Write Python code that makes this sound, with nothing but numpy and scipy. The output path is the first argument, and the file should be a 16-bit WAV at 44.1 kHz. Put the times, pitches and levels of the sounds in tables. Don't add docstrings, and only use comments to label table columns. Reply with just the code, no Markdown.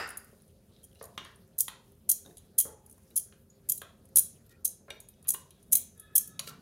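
import sys
import numpy as np
from scipy import signal
from scipy.io import wavfile
from scipy.ndimage import uniform_filter1d

SR = 44100
rng = np.random.default_rng(int(sys.argv[2]) if len(sys.argv) > 2 else 0)


def wav_out(sig):
    wavfile.write(sys.argv[1], SR, np.round(np.clip(np.atleast_2d(sig).T, -1, 1) * 32767).astype(np.int16))


def decibels_to_gain(level_db):
    exponent = np.asarray(level_db, float) / 20
    return 10 ** exponent


N = 291897

# t/s, peak level/dB, brightest f/Hz, graze level/dB, graze lead/ms
BLOWS = [
    (1.5838, -18.5, 11800, -27, 2.7),
    (2.0965, -10.5, 11900, -5, 5.8),
    (2.584, -4.5, 12300, -14, 3.7),
    (3.1622, -9.5, 9450, -19, 4.8),
    (3.695, -11, 11800, -21.5, 7.6),
    (4.1675, -2.5, 12170, -8.5, 10.7),
    (4.650, -9, 9260, -14, 4.2),
    (5.286, -8, 13230, -14, 5.4),
    (5.727, -4.5, 12420, -13.5, 5.8),
    (6.1597, -6, 9800, -6.5, 7.2),
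]


def spoon(focus_db, focus_oct):
    # f/Hz, level/dB, t60/s
    glass_modes = [(2500, -30.5, 0.017), (3247, -30.5, 0.094), (3980, -29, 0.077), (4710, -28, 0.032),
                   (5580, -21.5, 0.072), (5997, -10, 0.032), (6270, -11, 0.072), (6830, -7.5, 0.073),
                   (7020, -7, 0.052), (7990, -7.5, .07), (8930, -4, 0.053), (9220, -4.5, 0.037),
                   (9800, -14, 0.032), (9600, 3, 0.054), (10400, 1, 0.037), (10800, 4, 0.051),
                   (10950, -10.5, 0.04), (11610, 3.5, 0.027), (11900, -8, 0.094), (12600, -12.5, 0.045),
                   (12600, 5.5, 0.067), (12800, -12, .03), (13700, -12.5, 0.058), (15100, -1.5, 0.04),
                   (14000, -4, 0.05), (14330, 2.5, 0.054), (15610, -14.5, .035)]
    s, peak_db, bright_hz, top_db, low_db, chatter = contacts()
    hard = np.clip((peak_db[:, None] + 35.5) / 22, 0, 1)
    choke = 2.2 + 1.4 * hard
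    chatter_ms = (1.8 + 2.8 * hard) * chatter[:, None]

    def gain_db(hz):
        group_db = 0
        if hz > 12400:
            group_db = top_db + 10.5
        elif hz < 5500:
            group_db = low_db + 28.0
        focus = np.exp(-(np.log2(hz / bright_hz) / focus_oct) ** 2)
        return peak_db - 26.5 - .6 * hard[:, 0] + group_db + focus_db * focus

    out = 0
    for modes, cut_hz in ((glass_modes[:4], 2100), (glass_modes[4:], 5200)):
        rings = strike(modes, s, gain_db, chatter_ms, scatter_db=4.0, choke=choke, count=60)
        out = out + high_pass(rings, cut_hz, order=4)
    return out


def contacts():
    # t/s, peak level/dB, brightest f/Hz, skip level/dB, skip delay/ms
    rebounds = [
        (1.6045, -12.5, 12600, -20.5, 6.7),
        (2.114, -7, 12600, -25, 9.8),
        (2.600, -9, 13100, -17, 8.8),
        (3.1735, -15, 10400, -23.5, 7.4),
        (3.7181, -10.5, 10370, -36, 38),
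        (4.1837, -9.5, 10230, -11, 6.9),
        (4.6758, -23, 9700, -53, 9),
        (5.3026, -12.5, 10800, -23, 14),
        (5.7523, -5.5, 9800, -15.5, 15.5),
        (6.178, -8, 10000, -33, 7.8),
    ]
    # t/s, peak level/dB, brightest f/Hz, top modes level/dB
    light_ticks = [(0.1708, -26, 9880, -11.5), (0.243, -48, 11300, -5), (0.4184, -55, 10300, -24),
                   (0.477, -51.5, 9640, -22), (0.9487, -53, 9800, -20), (1.6797, -29, 10500, -16.5),
                   (1.919, -57, 10600, -5.5), (2.379, -35, 11200, -24.5), (2.623, -27.5, 9000, -12),
                   (2.8616, -40, 9900, -15), (2.9784, -50, 11900, -16), (3.1028, -46.5, 11500, -12),
                   (3.1944, -24, 9800, -16), (1.477, -57, 11500, -13), (3.775, -27, 9600, -11),
                   (3.816, -35.5, 13000, -12.5), (4.0525, -46, 10630, -31.5), (4.088, -49.5, 9370, -22.5),
                   (4.462, -51, 11800, -12), (4.4933, -51.5, 7700, -16.5), (5.0016, -32, 9300, -14),
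                   (5.086, -34.5, 10840, -37.5), (5.226, -48, 10400, -31), (5.241, -46, 10500, -18),
                   (5.271, -29.5, 12300, -23.5), (5.336, -20, 9220, -11.5), (5.7152, -30.5, 10700, -13.5),
                   (5.9958, -33, 11200, -33), (6.2736, -30, 9700, -14.5)]
    # t/s, peak level/dB, brightest f/Hz, low modes level/dB
    muffled_ticks = [(0.0514, -51, 7670, -22), (1.1772, -33, 8600, -21), (1.2465, -41, 8850, -25.5),
                     (1.357, -47, 8800, -25.5), (2.3695, -35.5, 9100, -14), (3.032, -51.5, 6360, -27),
                     (4.902, -34.5, 8140, -20.5), (5.506, -38, 5940, -22), (5.6262, -45, 6950, -22),
                     (5.976, -43, 6600, -27), (6.392, -23.5, 6700, -19)]
    # middle tick t/s, peak level/dB, brightest f/Hz, gap/ms, first tick level/dB
    stutters = [
        (0.0884, -31, 9900, 14, -35),
        (0.8389, -36.5, 9650, 7.5, -43),
        (1.039, -34, 11900, 13.8, -33.5),
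        (2.9105, -38.5, 9600, 14, -42),
        (6.4850, -42, 7300, 17, -38),
    ]
    graze, blow, settle = (-15, -27.5), (-13, -22), (-12, -21.5)
    rebound, skip, stutter = (-14.5, -20.5), (-9, -19), (-16.5, -25)
    blow_chatter, rebound_chatter, skip_chatter = .8, .55, .6

    rows = [(s, db, hz, top_db, -18.5, 1) for s, db, hz, top_db in light_ticks]
    rows += [(s, db, hz, -27.5, low_db, 1) for s, db, hz, low_db in muffled_ticks]
    for s, db, hz, graze_db, lead_ms in BLOWS:
        rows += [(s - lead_ms / 1000, graze_db, 11800, *graze, 1),
                 (s, db, hz, *blow, blow_chatter),
                 (s + 0.0082, db - 12.5, 11200, *settle, skip_chatter)]
    for s, db, hz, skip_db, delay_ms in rebounds:
        rows += [(s, db, hz, *rebound, rebound_chatter),
                 (s + delay_ms / 1000, skip_db, 9700, *skip, skip_chatter)]
    for s, db, hz, gap_ms, first_db in stutters:
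        rows += [(s - gap_ms / 1000, first_db, hz, *stutter, 1),
                 (s, db, hz, *stutter, 1),
                 (s + gap_ms / 1000, db - 2.5, hz, *stutter, 1)]
    return np.transpose(rows)


def strike(body, s, gain_db, chatter_ms, scatter_db, choke, count):
    wait = (rng.random((len(s), count)) * 4.6 - .9) * chatter_ms / 1000
    at = (np.clip(s[:, None] + wait, 0, None) * SR).astype(int).ravel()
    graze = .03 * np.exp(wait * 2500 / chatter_ms)
    attack = np.clip(0.23 + wait * 900 / chatter_ms, 0, 1)
    thinning = np.exp(-(wait * 520 / chatter_ms) ** 2)
    fade = np.where(wait < 0, graze, thinning * attack)
    fade = fade / np.sqrt(np.sum(fade ** 2, axis=1, keepdims=True))
    luck = rng.standard_normal((len(s), len(body)))
    grain = rng.standard_normal((len(s), 3, len(body), count))
    free, held = np.zeros((2, N))
    for k, (hz, level_db, t60) in enumerate(body):
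        strength = decibels_to_gain(gain_db(hz) + level_db + scatter_db * luck[:, k])[:, None] * fade
        clicks = []
        for j, share in enumerate((1, choke, choke)):
            heights = strength * grain[:, j, k] * share
            clicks.append(np.bincount(at, heights.ravel(), N)[:N])
        free += ring(clicks[0], hz, t60)
        held += ring(clicks[1], hz * 1.025, t60 * .3)
        held += ring(clicks[2], hz * .975, t60 * .18)
    return free, held


def cracks():
    # t/s, peak level/dB, three ring f/Hz
    edge_taps = [(0.724, -58, 3620, 3950, 3300), (0.7360, -59, 3520, 4000, 4600),
                 (0.764, -54, 3320, 3800, 5200), (0.8150, -66, 3700, 4100, 4500),
                 (0.8350, -66, 3250, 3300, 3960), (0.9150, -58, 3150, 3200, 2900),
                 (0.9290, -62, 3170, 3050, 3400), (0.9490, -57, 4200, 4700, 5300),
                 (0.9560, -53, 3030, 2800, 4030), (1.6058, -9, 9600, 12600, 15100),
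                 (1.6816, -26, 1900, 3160, 1140), (2.2510, -53.5, 509, 1492, 3900),
                 (2.2610, -43.5, 565, 1640, 3770), (2.2750, -52, 597, 1600, 3720),
                 (2.31, -58.5, 520, 1750, 3900), (2.37, -52, 3510, 3820, 4700),
                 (3.8167, -34, 1105, 3310, 6460), (3.8177, -35, 441, 1588, 3760),
                 (6.3932, -21.5, 4030, 4650, 6750), (6.3943, -22.5, 4620, 5720, 11600),
                 (6.4, -31.5, 3860, 6700, 2550), (6.475, -33, 4320, 4700, 7440),
                 (2.0914, -18, 9900, 12030, 14500), (2.1135, -16, 10000, 12300, 15000),
                 (5.754, -15, 10200, 12800, 15100), (5.768, -28, 10000, 12800, 15100),
                 (5.7950, -29, 10000, 12800, 15100), (4.8810, -49.5, 1100, 1500, 700),
                 (3.721, -23, 9900, 12500, 14500), (2.2280, -50, 12000, 14000, 10500),
                 (2.2620, -43, 12500, 9400, 6500), (1.1774, -28, 4220, 3310, 1206),
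                 (1.2490, -48.5, 4400, 4020, 6500), (6.1790, -12, 9900, 11300, 13000),
                 (3.6970, -18.5, 12000, 12560, 7000), (1.9190, -50.5, 10960, 12860, 15020),
                 (5.9490, -58, 10400, 12540, 14000)]
    # t/s, peak level/dB, three ring f/Hz
    more_cracks = [
        (5.781, -27, 10000, 8200, 15100),
        (0.401, -60, 10000, 4000, 6500),
        (0.419, -58, 10500, 6000, 14500),
        (3.8168, -40, 9000, 11500, 14500),
        (3.756, -33, 10500, 12500, 15000),
        (1.477, -55.5, 11000, 13000, 15000),
        (5.139, -59, 9550, 6000, 3000),
        (5.227, -48, 9000, 11000, 12500),
        (4.6915, -34, 9800, 11500, 13500),
    ]
    events = edge_taps + more_cracks
    t = np.arange(2048) / SR
    out = np.zeros(N + len(t))
    for (s, db, *pitches), hiss in zip(events, rng.standard_normal((len(events), len(t)))):
        burst = hiss * np.exp(-t * 1000 / 0.97)
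        burst = burst / np.sqrt(np.sum(burst ** 2))
        snap = band_pass(burst, min(pitches) * .6, min(max(pitches) * 1.6, 16000))
        rings = sum(ring(burst, hz, .026 * (1000 / hz) ** .5) for hz in pitches)
        rings = high_pass(rings, min(pitches) * .75, order=2)
        out[round(s * SR):][:len(t)] += decibels_to_gain(db) * (.5 * rings + decibels_to_gain(-9.5 + 11.0) * snap)
    return out[:N]


def drags(per_s):
    # from t/s, to t/s, level/dB, low f/Hz, high f/Hz
    grit_drags = [
        (0.713, 0.837, -76.5, 3420, 4200),
        (0.988, 1.06, -65.5, 3700, 5850),
        (4.489, 4.532, -66, 2500, 15500),
        (1.593, 1.607, -30, 7600, 15000),
        (6.395, 6.47, -60.5, 5020, 15000),
        (6.468, 6.502, -46.5, 3480, 15000),
    ]
    grains = grit_clicks(per_s, spread_db=2.5)
    out = 0
    for start, stop, db, low_hz, high_hz in grit_drags:
        out = out + decibels_to_gain(db) * gate(start, stop, 0.0059) * rms_one(band_pass(grains, low_hz, high_hz))
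    return out


def lingers():
    # t/s, level/dB, f/Hz, t60/s
    singing_modes = [(2.100, -42, 6700, 0.31), (2.580, -49, 3250, .08), (2.600, -40, 3270, .1),
                     (2.655, -55.5, 850, 0.75), (0.833, -66, 3230, 0.18), (5.086, -42, 13000, 0.06),
                     (1.607, -36, 8200, .08), (3.697, -53, 3250, 0.15), (5.729, -36, 6700, 0.1),
                     (5.752, -28, 15000, .05), (0.97, -72, 4020, 0.38), (6.394, -51, 6620, 0.071),
                     (5.997, -54, 11100, 0.15), (3.765, -39, 12600, .04), (3.5, -56, 6800, 0.11),
                     (3.692, -33, 7000, .07), (4.461, -59, 12300, .04), (3.776, -43, 8200, .04),
                     (5.002, -57, 6700, 0.24), (5.768, -30, 15100, .04), (6.274, -42, 15300, .04)]
    steady_s = .035
    t = np.arange(SR // 2) / SR
    out = np.zeros(N + len(t))
    for (s, db, hz, t60), hiss in zip(singing_modes, rng.standard_normal((len(singing_modes), len(t) + 2000))):
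        waver = rms_one(ring(hiss, hz, steady_s)[2000:]) + .8 * np.sin(2 * np.pi * hz * t)
        out[round(s * SR):][:len(t)] += decibels_to_gain(db - 4.5 - 60 * t / t60) * np.clip(t / .002, 0, 1) * waver
    return out[:N]


def paste(per_s):
    # t/s, level/dB
    stir_pressure = [(0.0, -45.5), (0.11, -74), (0.28, -60.5), (0.6, -70.5), (1.09, -63.5), (1.7, -73.5),
                     (1.9, -65), (2.1, -78), (2.269, -57.5), (2.7, -78.5), (2.93, -63), (3.52, -72.5),
                     (4.199, -69), (4.74, -78), (5.57, -68.5), (5.84, -63), (6.189, -77), (6.62, -67)]
    # t/s, level/dB, half length/s
    traffic_passes = [
        (0.1, -72, 0.085),
        (1.9, -68, 0.076),
        (3.999, -61, 0.34),
        (4.35, -65, 0.041),
        (5.306, -61, 0.18),
        (5.752, -56, 0.12),
        (6.52, -51, 0.26),
    ]
    grit_db = np.interp(np.arange(N) / SR, *np.transpose(stir_pressure))
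    grains = grit_clicks(per_s, spread_db=2.1)
    grit = ring(grains, 9700, .002) + ring(grains, 11100, .0016)
    grit += .5 * ring(grains, 13500, .001) + .3 * ring(grains, 6800, .002)
    slop = swells(-67.5, [(s + 0.021, -63, 0.045) for s, *_ in BLOWS])
    slosh = rms_one(band_pass(rng.standard_normal(N), 357, 692))
    rumble = rms_one(band_pass(rng.standard_normal(N), 119, 227))
    out = decibels_to_gain(grit_db - 7) * rms_one(grit)
    out += slop * decibels_to_gain(-9.5 + 2.6 * drift(30)) * slosh
    return out + swells(-60.5, traffic_passes) * decibels_to_gain(-8.5) * rumble


def knocks(focus_db, focus_oct):
    # f/Hz, level/dB, t60/s
    bowl_modes = [(202.6, -13, 0.026), (364, -5.5, 0.015), (441, -4.5, 0.08), (562.4, -3, 0.046),
                  (700, -4.5, 0.038), (906, -14, 0.06), (1070, 6, 0.037), (1201, 1.5, 0.031),
                  (1409, -2, 0.04), (1610, -8.5, 0.15), (1840, 6, 0.02), (2096, -2, 0.035),
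                  (2364, -6, 0.063), (2840, -7.5, 0.074), (3300, 0, 0.032), (3700, -4.5, 0.034),
                  (3920, -3, 0.042), (4400, -7.5, 0.012), (4950, 5, 0.0015), (5800, -10, 0.019),
                  (6940, -16.5, 0.01)]
    # t/s, peak level/dB, strongest ring f/Hz, middle modes level/dB, room level/dB
    bowl_thuds = [
        (0.328, -34.5, 1430, -32, -8.5),
        (1.011, -22.5, 1070, -22, -11),
        (1.038, -30, 910, -27, -8),
        (2.259, -37, 571, -38.5, -1.5),
        (2.653, -27, 438, -19.5, -6),
        (2.979, -56.5, 1610, -2, -14.5),
        (4.882, -31, 1404, -16.5, -2.5),
        (6.495, -54.5, 1430, 1.5, 3),
    ]
    # t/s, peak level/dB, strongest ring f/Hz, middle modes level/dB, room level/dB
    bowl_taps = [(0.736, -67, 3900, -40, -3), (0.764, -66, 3830, -39, -5), (0.955, -60, 2960, -20, -4),
                 (1.177, -26.5, 3470, -8, -10), (1.25, -41, 1330, -7.5, -2), (1.682, -34, 1850, -5, -9.5),
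                 (2.37, -55, 3640, -30.5, -7), (3.108, -53.5, 3800, -34.5, -17),
                 (3.324, -47.5, 1840, -9, -11.5), (3.817, -43, 1120, -1.5, -4),
                 (4.169, -30.5, 5290, -10, -19), (4.904, -26, 3660, -19, -14),
                 (5.248, -53, 2790, -6.5, 0.5), (5.344, -34.5, 1070, -8.5, -13),
                 (5.507, -52.5, 3900, -37, -12), (5.729, -37, 3460, -13.5, -6),
                 (6.393, -33, 2600, -11.5, -8.5), (6.474, -31, 4200, -27, -12.5)]
    rows = [(*row, -38.5) for row in bowl_thuds] + [(*row, -0.5) for row in bowl_taps]
    s, peak_db, ring_hz, middle_db, room_db, glassy_db = np.transpose(sorted(rows))

    def gain_db(hz):
        group_db = -6.0
        if hz > 2200:
            group_db = glassy_db
        elif hz > 900:
            group_db = middle_db
        focus = np.exp(-(np.log2(hz / ring_hz) / focus_oct) ** 2)
        return peak_db - 14.5 + group_db + focus_db * focus

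    free, held = strike(bowl_modes, s, gain_db, 1.4, scatter_db=2.0, choke=1.58, count=40)
    latest = np.clip(np.searchsorted(s, np.arange(N) / SR) - 1, 0, None)
    return free + held, (0.6 * free + held) * decibels_to_gain(room_db)[latest]


def worktop():
    # t/s, level/dB
    thumps = [
        (4.169, -42.5),
        (5.726, -55),
    ]
    # t/s, level/dB, f/Hz, t60/s
    chime = (6.479, -49.5, 1356, 0.18)
    shove, tap = np.zeros((2, N))
    for s, db in thumps:
        shove[round(s * SR)] = decibels_to_gain(db)
    s, db, hz, t60 = chime
    tap[round(s * SR) + np.array([0, 260, 730])] = decibels_to_gain(db) * np.array([.7, 1, .6])
    thud = ring(shove, 85, 0.059) + ring(shove, 210, 0.055) + 0.54 * ring(shove, 570, 0.011)
    return thud + ring(tap, hz, t60)


def dish():
    # f/Hz, level/dB, t60/s
    dish_modes = [(417, -2.5, 2.0), (790, 4.5, 0.35), (1263, 5.5, 0.78), (1462, 12.5, 0.57),
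                  (1810, 9, 0.83), (2034, 4.5, 0.55), (2670, 4.5, 0.31), (3800, -6.5, 0.22),
                  (4700, -12, 0.16), (4850, 3, 0.72), (5290, -4, 0.41), (8200, -11, 5.0), (7300, -8, 0.39)]
    t = np.arange(N) / SR
    start = np.arange(N) == 0
    shake = rng.standard_normal((len(dish_modes), N)) * decibels_to_gain(-60 * t / 0.51)
    rings = sum(decibels_to_gain(db) * ring(start, hz, min(t60, .5)) for hz, db, t60 in dish_modes)
    wash = sum(decibels_to_gain(db) * ring(e, hz, 0.012) for (hz, db, _), e in zip(dish_modes, shake))
    return decibels_to_gain(-56.5) * rings + decibels_to_gain(-42.5 - 21) * wash


def kitchen(x):
    # f/Hz, t60/s
    room_decay = [(300, 0.32), (800, 0.53), (2000, 0.35), (5500, 0.4), (10000, 0.22), (15000, .18)]
    t = np.arange(SR * 2 // 3) / SR
    white = rng.standard_normal((2, len(t)))
    tail = sum(b * decibels_to_gain(-60 * t / at_hz(room_decay, hz)) for hz, b in bands(white))
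    tail = tail * np.clip((t - .003) / 0.0025, 0, 1)
    return signal.fftconvolve(x, tail / np.sqrt(np.sum(tail ** 2)))[:N]


def street():
    # f/Hz, level/dB
    horn_partials = [(1290, -2), (1707, -2), (2550, -5), (3385, -5), (3735, -1)]
    # from t/s, to t/s, level/dB, low partials level/dB
    horn_blasts = [
        (4.937, 5.265, -65, -19),
        (5.225, 5.93, -69, -32.5),
        (5.948, 6.425, -60, 4.5),
    ]
    # f/Hz, level/dB, length/s
    rim_squeak = [(1395, -78.5, 0.17), (1886, -72.5, 0.091), (2466, -76.5, 0.093), (3660, -75.5, 0.051)]
    squeak_s = 4.49
    out = np.zeros(N)
    for hz, level_db in horn_partials:
        on = sum(decibels_to_gain(db + low_db * (hz < 2000)) * gate(a, b, 0.061) for a, b, db, low_db in horn_blasts)
        tone = rms_one(ring(rng.standard_normal(N), hz, .11))
        out += on * decibels_to_gain(level_db - 16 + 3.5 * drift(4)) * tone
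    for hz, db, long_s in rim_squeak:
        tone = rms_one(ring(rng.standard_normal(N), hz, 0.055))
        out += decibels_to_gain(db + 1.5) * gate(squeak_s, squeak_s + long_s, 0.023) * tone
    return out


def background(patchy_db):
    # f/Hz, level per Hz/dB
    noise_spectrum = [(18, -40), (30, -15.5), (75, 1.5), (194, -1.5), (295, -27.5), (384, -6), (540, -15.5),
                      (780, -35.5), (988, -25.5), (1670, -23), (2120, -28), (3770, -27), (8520, -33.5),
                      (10500, -15.5), (16000, -54)]
    # f/Hz, width/Hz, rms level/dB
    motor_hums = [(47, 14, -76), (85.5, 45, -66.5), (126, 5.3, -79.5), (217, 36, -72), (395, 49, -73),
                  (531, 4.9, -78)]
    together = drift(3.5)
    noise = 0
    for hz, b in bands(rng.standard_normal((2, N))):
        patchy = patchy_db * (0.25 * together + drift(13))
        noise = noise + b * decibels_to_gain(at_hz(noise_spectrum, min(hz, 14000)) + patchy)
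    hum = 0
    for hz, width_hz, db in motor_hums:
        hum = hum + decibels_to_gain(db) * rms_one(ring(rng.standard_normal(N), hz, 4.4 / width_hz))
    return decibels_to_gain(-61 - 5.0) * rms_one(noise) + hum


def difference(mono):
    hiss_db, flutter_db, flutter_full_db = -84, -29.5, -27
    loud = np.clip(uniform_filter1d(np.abs(mono), size=200) / decibels_to_gain(flutter_full_db), .1, 1)
    flutter = decibels_to_gain(flutter_db) * loud * drift(250) * signal.lfilter([1, .4, -.6], [1], mono)
    hiss, rumble = rng.standard_normal((2, N))
    rumble = rms_one(band_pass(rumble, 50, 600, order=1))
    return flutter + decibels_to_gain(hiss_db) * signal.lfilter([1, -.3], [1], hiss) + decibels_to_gain(hiss_db - 7.5) * rumble


def rms_one(x):
    return x / np.sqrt(np.mean(x ** 2) + 1e-20)


def at_hz(points, hz):
    table_hz, values = np.transpose(points)
    return np.interp(np.log(hz), np.log(table_hz), values)


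def band_pass(x, low_hz, high_hz, order=2):
    return signal.sosfilt(signal.butter(order, [low_hz, high_hz], "band", fs=SR, output="sos"), x)


def high_pass(x, hz, order):
    return signal.sosfilt(signal.butter(order, hz, "high", fs=SR, output="sos"), x)


def drift(rate):
    r = np.exp(-80 * np.pi * rate / SR)
    slow = signal.lfilter([1], [1, -2 * r, r * r], rng.standard_normal(N // 40 + 2002))[2000:]
    return np.interp(np.arange(N) / 40, np.arange(len(slow)), rms_one(slow))


def ring(clicks, hz, t60):
    r, w = decibels_to_gain(-60 / (t60 * SR)), 2 * np.pi * hz / SR
    return signal.lfilter([0, np.sin(w)], [1, -2 * r * np.cos(w), r * r], clicks + 1e-18)


def grit_clicks(per_s, spread_db):
    hits = rng.random(N) < per_s / SR
    heights = decibels_to_gain(spread_db * np.minimum(rng.exponential(1, N), 4))
    return hits * heights * rng.choice([-1, 1], N)


def bands(white):
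    edges = 28 * 2 ** np.arange(0, 9.6, .5)
    for k, (low, high) in enumerate(zip(edges, edges[1:])):
        yield np.sqrt(low * high), band_pass(white[k % 2], low, high)


def gate(start, stop, rise):
    t = np.arange(N) / SR
    return np.clip(np.minimum(t - start, stop - t) / rise, 0, 1)


def swells(rest_db, rows):
    t = np.arange(N) / SR
    return decibels_to_gain(rest_db) + sum(decibels_to_gain(db) * np.exp(-((t - s) / half_s) ** 2) for s, db, half_s in rows)


def scene():
    free, held = spoon(focus_db=8.5, focus_oct=0.07)
    knock, knock_to_room = knocks(focus_db=8.0, focus_oct=.12)
    shoves = worktop()
    room = kitchen(decibels_to_gain(-15.0) * free + decibels_to_gain(-11.0) * held + decibels_to_gain(7.5) * knock_to_room + decibels_to_gain(-14.0) * shoves)
    mono = free + held + knock + shoves + room
    mono = mono + dish() + background(patchy_db=3.5) + paste(per_s=2600.0) + street()
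    edge = cracks() + drags(per_s=2800.0) + lingers()
    mono = mono + edge + decibels_to_gain(-12) * kitchen(edge)
    side = difference(mono)
    return np.array([mono + side, mono - side])


def band_limit(x):
    return signal.sosfilt(signal.butter(12, 16800, fs=SR, output="sos"), x)


def record(dry):
    cut = high_pass(dry, 40, order=4)
    cut = signal.sosfilt(signal.ellip(5, .5, 20, 15780, fs=SR, output="sos"), cut)
    cut = signal.sosfilt(signal.cheby2(14, 60, 16900, fs=SR, output="sos"), cut)
    return band_limit(cut)


dry = scene()
out = record(dry)
wav_out(out)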